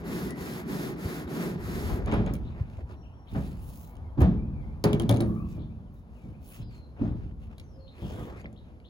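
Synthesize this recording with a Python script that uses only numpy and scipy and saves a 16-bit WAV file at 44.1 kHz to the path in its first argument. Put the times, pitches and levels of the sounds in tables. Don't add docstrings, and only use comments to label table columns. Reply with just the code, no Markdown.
import sys
import numpy as np
from scipy import signal
from scipy.fft import rfft, irfft, next_fast_len
from scipy.io import wavfile

SR = 44100
rng = np.random.default_rng(int(sys.argv[2]) if len(sys.argv) > 2 else 0)


def dump(signal):
    limited = np.clip(np.atleast_2d(signal).T, -1, 1)
    pcm = np.round(limited * 32767).astype(np.int16)
    wavfile.write(sys.argv[1], SR, pcm)


N = 392049
TIME = np.arange(N) / SR

# start and end in seconds, hiss in dB,
# tilt in dB per octave, hum in dB.
STROKES = [(-.28, .03, -42, 1.2, -33), (0.028, 0.338, -39.5, 1.4, -33), (0.341, 0.653, -40, 1.4, -37.5),
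           (.645, 0.951, -39.5, 1.5, -32), (0.953, 1.269, -40.5, 1.24, -37), (1.264, 1.568, -39.5, 1, -32),
           (1.57, 2.018, -40.5, 1.2, -34.5)]
# frequency in Hz, density in dB.
FRICTION = [(100, -16), (350, 8), (600, 1), (1000, -1), (2000, -3), (2900, -11.5), (4500, -13), (6000, -18),
            (7500, -17.5), (11000, -20), (13500, -12.5), (16000, -28.5)]
# time in seconds, boom in dB, contact cut-off in Hz, extra bass
# in dB, panel pitch in Hz, click in dB, click tilt in dB per octave, frame's favoured pitch in Hz.
KNOCKS = [(4.840, -19, 1320, -6, 438, -22, 3.5, 4540), (4.931, -26.5, 740, -1.5, 414, -28.5, 1, 3320),
          (4.998, -25, 740, -2.5, 220, -29.5, 2, 3300), (5.093, -19.5, 800, -7.5, 580, -22, 4.5, 3500),
          (5.205, -25, 800, 0, 330, -33, 0, 3800), (8.443, -44.5, 905, -1, 490, -50.5, -11, 3400)]


def from_db(db):
    return 10 ** (np.asarray(db) / 20)


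def rms_one(x):
    return x / np.sqrt(np.mean(x ** 2) + 1e-20)


def at_hz(points, hz):
    f, value = np.transpose(points)
    return np.interp(np.log(np.maximum(hz, 1)), np.log(f), value)


def bump(hz, centre_hz, octaves):
    return np.exp(-(np.log2(hz / centre_hz) / octaves) ** 2)


def add(out, s, sound):
    start = round(s * SR)
    first, last = max(start, 0), min(start + sound.shape[-1], N)
    out[:, first:last] += sound[..., first - start:last - start]


def noise(colour, size, tilt=0):
    padded = next_fast_len(size)
    hz = np.maximum(np.fft.rfftfreq(padded, 1 / SR), 1)
    gain = from_db(at_hz(colour, hz) + tilt * np.log2(np.maximum(hz, 500) / 500)) * (hz > 15)
    return rms_one(irfft(rfft(rng.standard_normal((2, padded))) * gain, padded)[:, :size])


def drift(rate, size):
    knots = rng.standard_normal(int(size / SR * rate) + 2)
    return np.interp(np.arange(size) / SR * rate, np.arange(len(knots)), knots)


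def stroke_speed(size):
    return np.tanh(1.25 * np.abs(np.sin(np.linspace(0, np.pi, size))))


def limb_speed(size):
    return np.sin(np.linspace(0, np.pi, size)) ** 2


def sliding(moves, speed_curve, colour, grit_db, uneven_db, swell, dull_db, dull_hz):
    out = np.zeros((2, N))
    for start, end, db, tilt, *_ in moves:
        size = round((end - start) * SR)
        speed = speed_curve(size)
        hiss = noise(colour, size, tilt)
        hiss *= from_db(grit_db * drift(400, size) + uneven_db * drift(49.1, size))
        dull = from_db(dull_db) * signal.sosfilt(signal.butter(2, dull_hz, fs=SR, output="sos"), hiss)
        creeping = (1 - speed) * np.minimum(speed * 10, 1)
        add(out, start, from_db(db) * (hiss * speed ** swell + dull * creeping))
    return out


def rubbing_hand():
    return sliding(STROKES, stroke_speed, FRICTION,
                   grit_db=0.5, uneven_db=1, swell=1.25, dull_db=-7.5, dull_hz=2780)


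def sheet_hum(t60=0.3):
    # frequency in Hz, density in dB.
    hum_colour = [(70, -82), (120, -2), (170, 6.5), (270, -0.5), (390, 0.5), (500, -14.5), (900, -20),
                  (2000, -38.5), (5000, -39), (10000, -53)]
    rumble_colour = [(20, -30), (40, 16), (65, 16.5), (110, 15.5), (160, -22), (400, -67.5)]
    # time in seconds, rumble in dB.
    weight = [(0, -48.5), (1.4, -56), (1.6, -37), (1.88, -32.5), (2.1, -33), (2.6, -69)]
    drive = np.zeros((1, N))
    for start, end, _, _, db in STROKES:
        add(drive, start, from_db(db) * stroke_speed(round((end - start) * SR)) ** 0.24)
    retained = from_db(-60 / (t60 * SR)) ** 2
    hum = np.sqrt(signal.lfilter([1 - retained], [1, -retained], drive ** 2 + 1e-18))
    rumble = from_db(np.interp(TIME, *np.transpose(weight)))
    return hum * noise(hum_colour, N) + rumble * noise(rumble_colour, N)


def open_air(air_db=-50, rush_db=-60, peak_s=3.96, width_s=1.47):
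    # frequency in Hz, density in dB.
    air_colour = [(15, -46), (25, -23.5), (66, 3), (153, -12.5), (223, -8), (373, -18.5), (516, -19.5),
                  (1160, -31.5), (1890, -41), (2990, -45), (7110, -56), (8140, -58), (11600, -54.5),
                  (16000, -73.5)]
    rush_colour = [(300, -25.5), (600, 4.5), (900, 7), (1300, -4), (2000, -14.5), (4000, -60)]
    breeze = from_db(air_db + 1.5 * drift(6, N)) * noise(air_colour, N)
    swell = 1 / (1 + ((TIME - peak_s) / width_s) ** 2)
    return breeze + from_db(rush_db) * swell * noise(rush_colour, N)


def call_and_squeak_notes(trill_hz=58, chirp_from_hz=2600, twitters_per_s=16, blur=0.025):
    # start and length in seconds, first, middle and last pitch in Hz,
    # level in dB, rasp as a share of the pure tone.
    whistles = [(3.877, 0.069, 2090, 2250, 2240, -69, .3), (4.032, 0.067, 2330, 2110, 1950, -72, .3),
                (4.358, 0.15, 2250, 2430, 2740, -67.5, .5), (4.52, 0.15, 2600, 2240, 2080, -66, 0.44),
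                (4.672, 0.098, 2150, 2310, 2600, -70, .4), (5.252, .25, 1020, 1179, 1028, -55, 1.5),
                (5.345, 0.12, 2200, 2460, 2870, -65, 0.44), (5.485, 0.15, 2600, 2380, 2170, -71, .4),
                (5.69, 0.049, 2280, 2430, 2650, -72, .4), (6.135, 0.16, 3010, 2350, 2214, -71, 0.63),
                (6.33, 0.04, 2230, 2420, 2800, -69, .4)]
    for start, length, first, middle, last, db, rasp in whistles:
        arc = np.polyfit([-1, 0, 1], [first, middle, last], 2)
        yield start, db, blur * middle, rasp, np.polyval(arc, np.linspace(-1, 1, round(length * SR)))
    # start and length in seconds, first and last pitch in Hz, level in dB.
    trills = [(6.596, 0.13, 5220, 4470, -70), (6.698, .19, 4410, 4020, -69), (7.6, .19, 6640, 4770, -75),
              (7.778, 0.17, 4440, 4040, -67.5)]
    for start, length, first, last, db in trills:
        t = TIME[:round(length * SR)]
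        vibrato = 1 + 0.025 * np.sin(2 * np.pi * trill_hz * t)
        yield start, db, 35, 0, np.geomspace(first, last, len(t)) * vibrato
    # start and length in seconds, top pitch in Hz, level in dB.
    chirps = [(2.441, 0.054, 3750, -63), (3.266, 0.043, 3750, -62), (3.83, 0.048, 4000, -70),
              (5.584, 0.059, 3750, -63), (6.6, 0.037, 3700, -62.5), (7.864, 0.037, 3850, -59),
              (8.556, 0.04, 3750, -63), (8.839, 0.052, 3800, -62)]
    for start, length, hz, db in chirps:
        flick = (chirp_from_hz - hz) * np.exp(-TIME[:round(length * SR)] / 0.009)
        yield start, db, 300, 4, hz + flick
    # start and end in seconds,
    # pitch in Hz, level in dB, blur in Hz.
    held_notes = [(0.292, 0.352, 1974, -47.5, 58), (2.95, 3.07, 5650, -75.5, 29),
                  (3.112, 3.253, 5600, -80.5, 28), (3.02, 3.093, 2760, -66, 230),
                  (7.745, 7.895, 533.7, -56, 7.9), (7.979, 8.3, 3300, -61, 360),
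                  (8.322, 8.421, 2210, -59, 300)]
    for start, end, hz, db, blur_hz in held_notes:
        yield start, db, blur_hz, 0, np.full(round((end - start) * SR), hz)
    for start in rng.uniform(0, N / SR, round(twitters_per_s * N / SR)):
        slope = 0.12 * rng.uniform(-1.5, 1)
        glide = 1 + slope * np.linspace(-1, 1, round(rng.uniform(0.02, 0.05) * SR))
        hz = rng.uniform(2300, 3900)
        yield start, rng.normal(-81, 2), blur * hz, 0, hz * glide


def calls_and_squeaks(warble=0.005, fading_db=2.5, trees_t60=0.42, trees_db=-1):
    out = np.zeros((2, N))
    for start, db, blur_hz, rasp, track in call_and_squeak_notes():
        size = len(track)
        hz = track * (1 + warble * drift(60, size)) + blur_hz * drift(400, size)
        tone = np.sin(2 * np.pi * np.cumsum(hz) / SR)
        flutter = 1 + rasp * drift(0.25 * hz.mean(), size)
        note = rms_one(tone * flutter * from_db(fading_db * drift(31, size)))
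        add(out, start, from_db(db) * note * signal.windows.tukey(size, 0.4))
    t = TIME[:SR // 2]
    trees = rng.standard_normal((2, len(t))) * from_db(-60 * t / trees_t60)
    trees *= from_db(trees_db) / np.linalg.norm(trees, axis=1, keepdims=True)
    return (out + signal.fftconvolve(out, trees, axes=1)[:, :N]) / np.hypot(1, from_db(trees_db))


def caulking_gun(crack_t60=0.021, rattle_t60=0.2, linger_t60=0.26, chatter_db=3.5, rattle_tilt=-3.8):
    # time in seconds, level in dB,
    # tilt in dB per octave, frame's favoured pitch in Hz.
    ticks = [(0.307, -37, 2, 10200), (1.277, -47, -4, 3800), (2.060, -44, 0, 6270), (2.115, -37, -13, 6550),
             (2.122, -38, -6, 6500), (2.139, -43, 12, 3200), (2.263, -42.5, -5, 6400),
             (2.277, -49, -7, 3800), (2.337, -34.5, 5, 14000), (2.353, -44.5, -6, 10200),
             (3.954, -58, 3, 3200), (3.968, -55.5, 1, 3200), (4.206, -39, 6, 13600), (4.218, -36, 4, 13700),
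             (4.853, -37, 9, 10000), (4.950, -48, 8, 3300), (5.015, -48, -3, 3300), (5.021, -40, 3, 3300),
             (5.032, -50, -4, 3800), (5.113, -30, 0, 9900), (5.125, -35, -1, 3800), (5.142, -39, 5, 3800),
             (5.163, -40.5, 2, 3900), (5.170, -38, -1, 6200), (5.208, -35, 3.5, 9900),
             (5.222, -49, -4, 3800), (5.233, -52, 0, 3770), (7.582, -47.5, 2.5, 3800),
             (7.598, -45, 2, 3820), (8.399, -61, 2, 4690), (8.406, -55, 0, 4700), (8.414, -55, -2, 6570),
             (8.528, -59.5, 1, 6400), (8.801, -59, -9, 4730)]
    # frequency in Hz, level in dB, 60 dB decay time in seconds.
    frame = [(2080, -6, 0.017), (2280, 1.5, 0.037), (2860, -1, 0.033), (3160, -0.5, 0.02),
             (3420, -4, 0.021), (3855, -3, 0.018), (4200, -4.5, 0.014), (4710, -6.5, 0.018),
             (6320, -11.5, 0.016), (6710, -8.5, 0.018), (7400, -3, 0.015), (9500, 4.5, .014),
             (9670, -0.5, 0.0098), (10230, -5, 0.012), (11220, -7.5, 0.015), (13900, 0.5, .012),
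             (15000, -9, .012)]
    # frequency in Hz, density in dB.
    steel = [(300, -17), (1000, 9.5), (2200, 4), (3400, -5.5), (4700, 1), (6200, 0.5), (8000, -9),
             (10200, -5), (12300, -8), (15200, -11)]
    out, size = np.zeros((2, N)), SR // 4
    t = TIME[:size]
    hz, mode_db, mode_t60 = np.transpose(frame)
    decay = from_db(-60 * t / mode_t60[:, None]) + from_db(-36 - 60 * t / linger_t60)
    modes = np.exp(2j * np.pi * hz[:, None] * t) * decay
    crack_decay = from_db(-60 * t / crack_t60)
    knocks = [(s, db, tilt, spot_hz) for s, *_, db, tilt, spot_hz in KNOCKS]
    for s, db, tilt, spot_hz in knocks + ticks:
        chatter = from_db(chatter_db * drift(810, size))
        crack = rms_one(crack_decay * chatter * noise(steel, size, tilt))
        crack *= np.sqrt(np.mean(crack_decay ** 2))
        spot_db = 13.5 * bump(hz, spot_hz, octaves=0.22)
        strength = from_db(mode_db + spot_db + tilt * np.log2(hz) + rng.normal(0, 2, (2, len(hz))))
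        phases = np.exp(2j * np.pi * rng.random(strength.shape))
        ring = (strength / np.linalg.norm(strength) * phases @ modes).real
        jingle = rms_one(signal.fftconvolve(noise(steel, size, rattle_tilt), ring, axes=1)[:, :size])
        rattle_gain = from_db(-24.5 - 60 * t / rattle_t60 + chatter_db * drift(180, size))
        rattle = rattle_gain * (noise(steel, size, tilt + rattle_tilt) + from_db(4) * jingle)
        add(out, s, from_db(db) * (from_db(-7) * crack + rattle + from_db(4.5) * ring))
    return out


def panel_flexes():
    # centre time in seconds, peak in dB, pitch in Hz, half-length in cycles.
    flexes = [(0.42, -37, 73, 1.1), (1.061, -21.5, 88, 0.72), (1.265, -31.5, 72, 0.89),
              (2.615, -16, 97, 0.64), (2.785, -29, 72.4, 0.94), (2.843, -31, 62.7, 0.52),
              (4.234, -12.5, 80, 1.3), (4.286, -17.5, 180, 2.9), (4.863, -16.5, 157, 2.2),
              (4.948, -17, 136, 1.46), (5.118, -16, 114, 3.6), (7.019, -20, 233, 1.3),
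              (7.385, -30, 73.5, 0.56)]
    out = np.zeros((2, N))
    for s, db, hz, cycles in flexes:
        turns = (TIME - s) * hz
        out[0] -= from_db(db) * np.cos(2 * np.pi * turns) * np.exp(-(turns / cycles) ** 2)
    return out


def dragging_legs():
    # start and end in seconds, level in dB, tilt in dB per octave.
    drags = [(1.88, 2.2, -43.5, -5.5), (2.54, 2.63, -50.5, -5), (2.77, 2.84, -49, -5.5),
             (2.88, 2.95, -53.5, -4.5), (7.94, 8.36, -45.5, -7.5), (8.08, 8.48, -48.5, -4.5)]
    return sliding(drags, limb_speed, FRICTION,
                   grit_db=3, uneven_db=-1.5, swell=0.82, dull_db=-29, dull_hz=2700)


def shifting_folds(cloth, wander_db=2.5):
    size = next_fast_len(N)
    hz, spectrum = np.fft.rfftfreq(size, 1 / SR), rfft(cloth, size)
    centres = np.geomspace(900, 12000, 12)
    out = cloth.copy()
    for pick in np.eye(len(centres))[1:]:
        band = irfft(spectrum * np.interp(hz, centres, pick), size)[:, :N]
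        out += band * (from_db(wander_db * drift(18, N)) - 1)
    return out


def contact_gain(hz, soft_hz, bass_db, panel_hz, panel_db, hollow_db):
    weight = bass_db / (1 + (hz / 113) ** 4)
    panel = panel_db * bump(hz, panel_hz, octaves=0.29)
    hollow = hollow_db * bump(hz, 496, octaves=0.62)
    return from_db(weight + panel + hollow) / (1 + (hz / soft_hz) ** 2)


def roof_booms(bloom_t60=0.43, tail_db=-3.5, lag_cycles=0.95, knock_rise_s=0.00088, detune=0.01):
    # time in seconds, level in dB, contact cut-off in Hz,
    # extra bass in dB, panel pitch in Hz, rise in seconds.
    blows = [(1.888, -30.5, 1220, 8, 895, 0.0074), (2.066, -29.5, 1970, -6, 884, 0.0073),
             (2.115, -23, 1900, 1.5, 420, 0.01), (2.185, -27.5, 860, 4.5, 390, 0.0087),
             (2.261, -33, 2000, -24, 413, .006), (2.891, -48, 1400, 5, 1023, 0.0034),
             (3.308, -35.5, 252, 5.5, 150, .012), (3.339, -30.5, 1420, 4.5, 170, .014),
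             (3.959, -42.5, 90, 17.5, 78, .01), (4.170, -20, 357, 2.5, 260, 0.0095),
             (4.198, -22.5, 1410, -0.5, 220, 0.011), (4.385, -40, 200, 9, 117, 0.0069),
             (5.138, -25.5, 500, -5.5, 320, 0.0043), (5.555, -32, 302, -1.5, 218, 0.0094),
             (6.23, -38.5, 306, -1, 166.4, 0.016), (6.579, -36.5, 238.5, 4.5, 108, .012),
             (6.988, -34.5, 453, -2, 326, 0.0046), (7.008, -24.5, 330, -2.5, 270, 0.0076),
             (7.03, -40, 1200, 14, 150, 0.018), (8.015, -35.5, 493, 7, 196, 0.0068),
             (8.169, -38.5, 500, -1.5, 150, 0.012)]
    # frequency in Hz, level in dB, 60 dB decay time in seconds.
    strong_modes = [(45.2, -24, 1.6), (55.54, -24.5, 2.6), (71.94, -11.5, 0.96), (96, -20.5, 0.74),
                    (115.2, -5.5, 0.77), (155.3, -14, 0.86), (182, -10, 1.22), (218.4, -9.5, 1.27),
                    (287, -12.5, 0.38), (335, -10.5, 0.66), (417.3, -13, 0.52), (566, -11, 0.3),
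                    (720, -38, 0.34), (755, -20, 0.31), (1030, -22.5, 0.39), (1970, -41, .2)]
    # frequency in Hz, density in dB.
    sheet_colour = [(25, -32), (45, -0.5), (80, 1), (130, -3), (230, -1.5), (380, -10), (700, -10.5),
                    (1400, -15), (3000, -18.5), (6000, -43.5), (15000, -19)]
    # frequency in Hz, 60 dB decay time in seconds.
    sheet_t60 = [(50, 3.36), (120, 2.8), (240, 1.26), (400, 0.69), (1000, 0.21), (3000, 0.24),
                 (12000, 0.19)]
    t = TIME[:2 * SR]
    edges = 28 * 2 ** (np.arange(19) / 2)
    centres = np.sqrt(edges[1:] * edges[:-1])
    white = rng.standard_normal((2, 2, 3 * len(t)))
    filters = [signal.butter(2, band, "band", fs=SR, output="sos") for band in zip(edges, edges[1:])]
    bands = np.array([rms_one(signal.sosfilt(sos, white[k % 2])) for k, sos in enumerate(filters)])
    share = from_db(at_hz(sheet_colour, centres)) * np.sqrt(centres)
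    share /= np.linalg.norm(share)
    tail = from_db(tail_db - 60 * t / at_hz(sheet_t60, centres)[:, None])
    arrival = 1 - np.exp(-t * centres[:, None] / lag_cycles)
    envelopes = (from_db(-60 * t / bloom_t60) + tail) * arrival
    mode_hz, mode_db, mode_t60 = np.transpose(strong_modes)
    modes = np.exp(2j * np.pi * mode_hz[:, None] * t)
    modes *= from_db(mode_db[:, None] - 1 - 60 * t / mode_t60[:, None])
    contacts = [(*blow, 4, 0) for blow in blows]
    contacts += [(*knock[:5], knock_rise_s, 9.5, -2.5) for knock in KNOCKS]
    out = np.zeros((2, N))
    for s, db, soft_hz, bass_db, panel_hz, rise, panel_db, hollow_db in contacts:
        touch = soft_hz, bass_db, panel_hz, panel_db, hollow_db
        offset = int(rng.uniform(0.1, 1.9) * len(t))
        band_gains = share * contact_gain(centres, *touch)
        dense = np.einsum("b,bcn,bn->cn", band_gains, bands[:, :, offset:offset + len(t)], envelopes)
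        phases = np.exp(2j * np.pi * rng.random((2, len(mode_hz))))
        strong = (contact_gain(mode_hz, *touch) * phases @ modes).real
        tuning = 1 + detune * rng.uniform(-1, 1)
        strong = np.array([np.interp(t * tuning, t, wave) for wave in strong])
        purity = from_db(3.5 * np.exp(-rise / 0.0078))
        attack = 1 - np.exp(-(t / rise) ** 2)
        add(out, s, from_db(db) * attack * (dense / purity + strong * purity))
    return out


def work_clothes():
    # start and end in seconds, level in dB, tilt in dB per octave.
    rustles = [(2.36, 2.72, -58, -5.5), (2.56, 2.65, -65, -1), (2.64, 2.84, -61.5, -3),
               (2.86, 2.97, -58, -3), (3.24, 3.66, -59, 1.5), (3.52, 3.97, -55, 8), (5.18, 5.5, -68, 8),
               (5.44, 5.6, -62.5, 3), (5.9, 6.04, -74, 6), (6.04, 6.4, -73.5, 1.5), (6.4, 6.62, -54, 8.5),
               (6.49, 6.65, -57.5, 0.5), (6.68, 6.83, -65, -0.5), (6.95, 7.15, -52.5, -6),
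               (7.1, 7.34, -63.5, -4.5), (7.38, 7.5, -68, -0.5), (7.49, 7.56, -60, -5), (7.9, 8.36, -56, 1),
               (8.35, 8.43, -62, -0.5), (8.6, 8.8, -69.5, -5)]
    # frequency in Hz, density in dB.
    cloth = [(200, 0.5), (800, 12), (1900, 7.5), (2600, 12), (3300, 5), (4500, 2), (7000, -2),
             (11000, -4.5), (16000, -6.5)]
    return sliding(rustles, limb_speed, cloth,
                   grit_db=3, uneven_db=0.6, swell=0.64, dull_db=-6.5, dull_hz=3080)


def sheet_pings():
    # start and length in seconds, first and last pitch in Hz, peak in dB.
    snaps = [(2.784, 0.017, 905, 420, -48), (8.442, 0.016, 1103, 129, -40.5),
             (8.456, 0.0046, 2480, 1770, -35.5), (8.459, 0.0091, 5600, 3030, -59)]
    out = np.zeros((2, N))
    for s, length, first_hz, last_hz, db in snaps:
        size = round(length * SR)
        sweep = np.sin(2 * np.pi * np.cumsum(np.geomspace(first_hz, last_hz, size)) / SR)
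        add(out[:1], s, from_db(db) * sweep * signal.windows.tukey(size, 0.5))
    return out


def near_echoes(x, lowest_hz=580):
    # delay in seconds, level in dB.
    reflections = [(.0017, -46), (.0043, -36.5), (.0083, -15.5), (0.0144, -16.5), (0.0172, -20),
                   (.031, -28.5)]
    short_waves = signal.sosfilt(signal.butter(1, lowest_hz, "high", fs=SR, output="sos"), x)
    out = x.copy()
    for delay, db in reflections:
        add(out, delay, from_db(db) * short_waves)
    return out


def microphone_pair(x):
    # frequency in Hz, likeness of left and right from 0 to 1.
    likeness = [(50, .72), (130, .92), (300, .88), (700, .7), (2000, .55), (6000, .55), (8400, .95),
                (15000, .97)]
    # frequency in Hz, phase lead of the left in radians.
    lead = [(30, 0), (250, .2), (700, .95), (1300, 1.6), (2700, 3.5), (4600, 6.2), (5800, 7.8), (7000, 5.2),
            (8200, 3.3), (9000, 2.9), (10500, .1), (11600, -.1), (13100, -3), (14000, -3.3), (15200, -6.1)]
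    # frequency in Hz, left minus right in dB.
    balance = [(60, 0.2), (250, -0.6), (400, 0.5), (650, 2.5), (1100, 1.5), (2200, 0.3), (5000, -1.5),
               (10000, 0)]
    hz = np.fft.rfftfreq(next_fast_len(N + 2000), 1 / SR)
    size = 2 * (len(hz) - 1)
    shared, scattered = rfft(x, size)
    alike = at_hz(likeness, hz)
    mid, side = shared * np.sqrt((1 + alike) / 2), scattered * np.sqrt((1 - alike) / 2)
    leftward = from_db(at_hz(balance, hz) / 2) * np.exp(0.5j * at_hz(lead, hz))
    return irfft(np.array([(mid + side) * leftward, (mid - side) / leftward]), size)[:, :N]


def scene():
    rubbing = rubbing_hand() + sheet_hum()
    cloth = dragging_legs() + work_clothes()
    metal = roof_booms() + panel_flexes() + sheet_pings() + caulking_gun()
    rooftop = near_echoes(rubbing + shifting_folds(cloth) + metal + open_air())
    return microphone_pair(rooftop + calls_and_squeaks())


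def record(dry):
    return signal.sosfilt(signal.ellip(10, 0.2, 80, 15900, fs=SR, output="sos"), dry)


dry = scene()
out = record(dry)
dump(out)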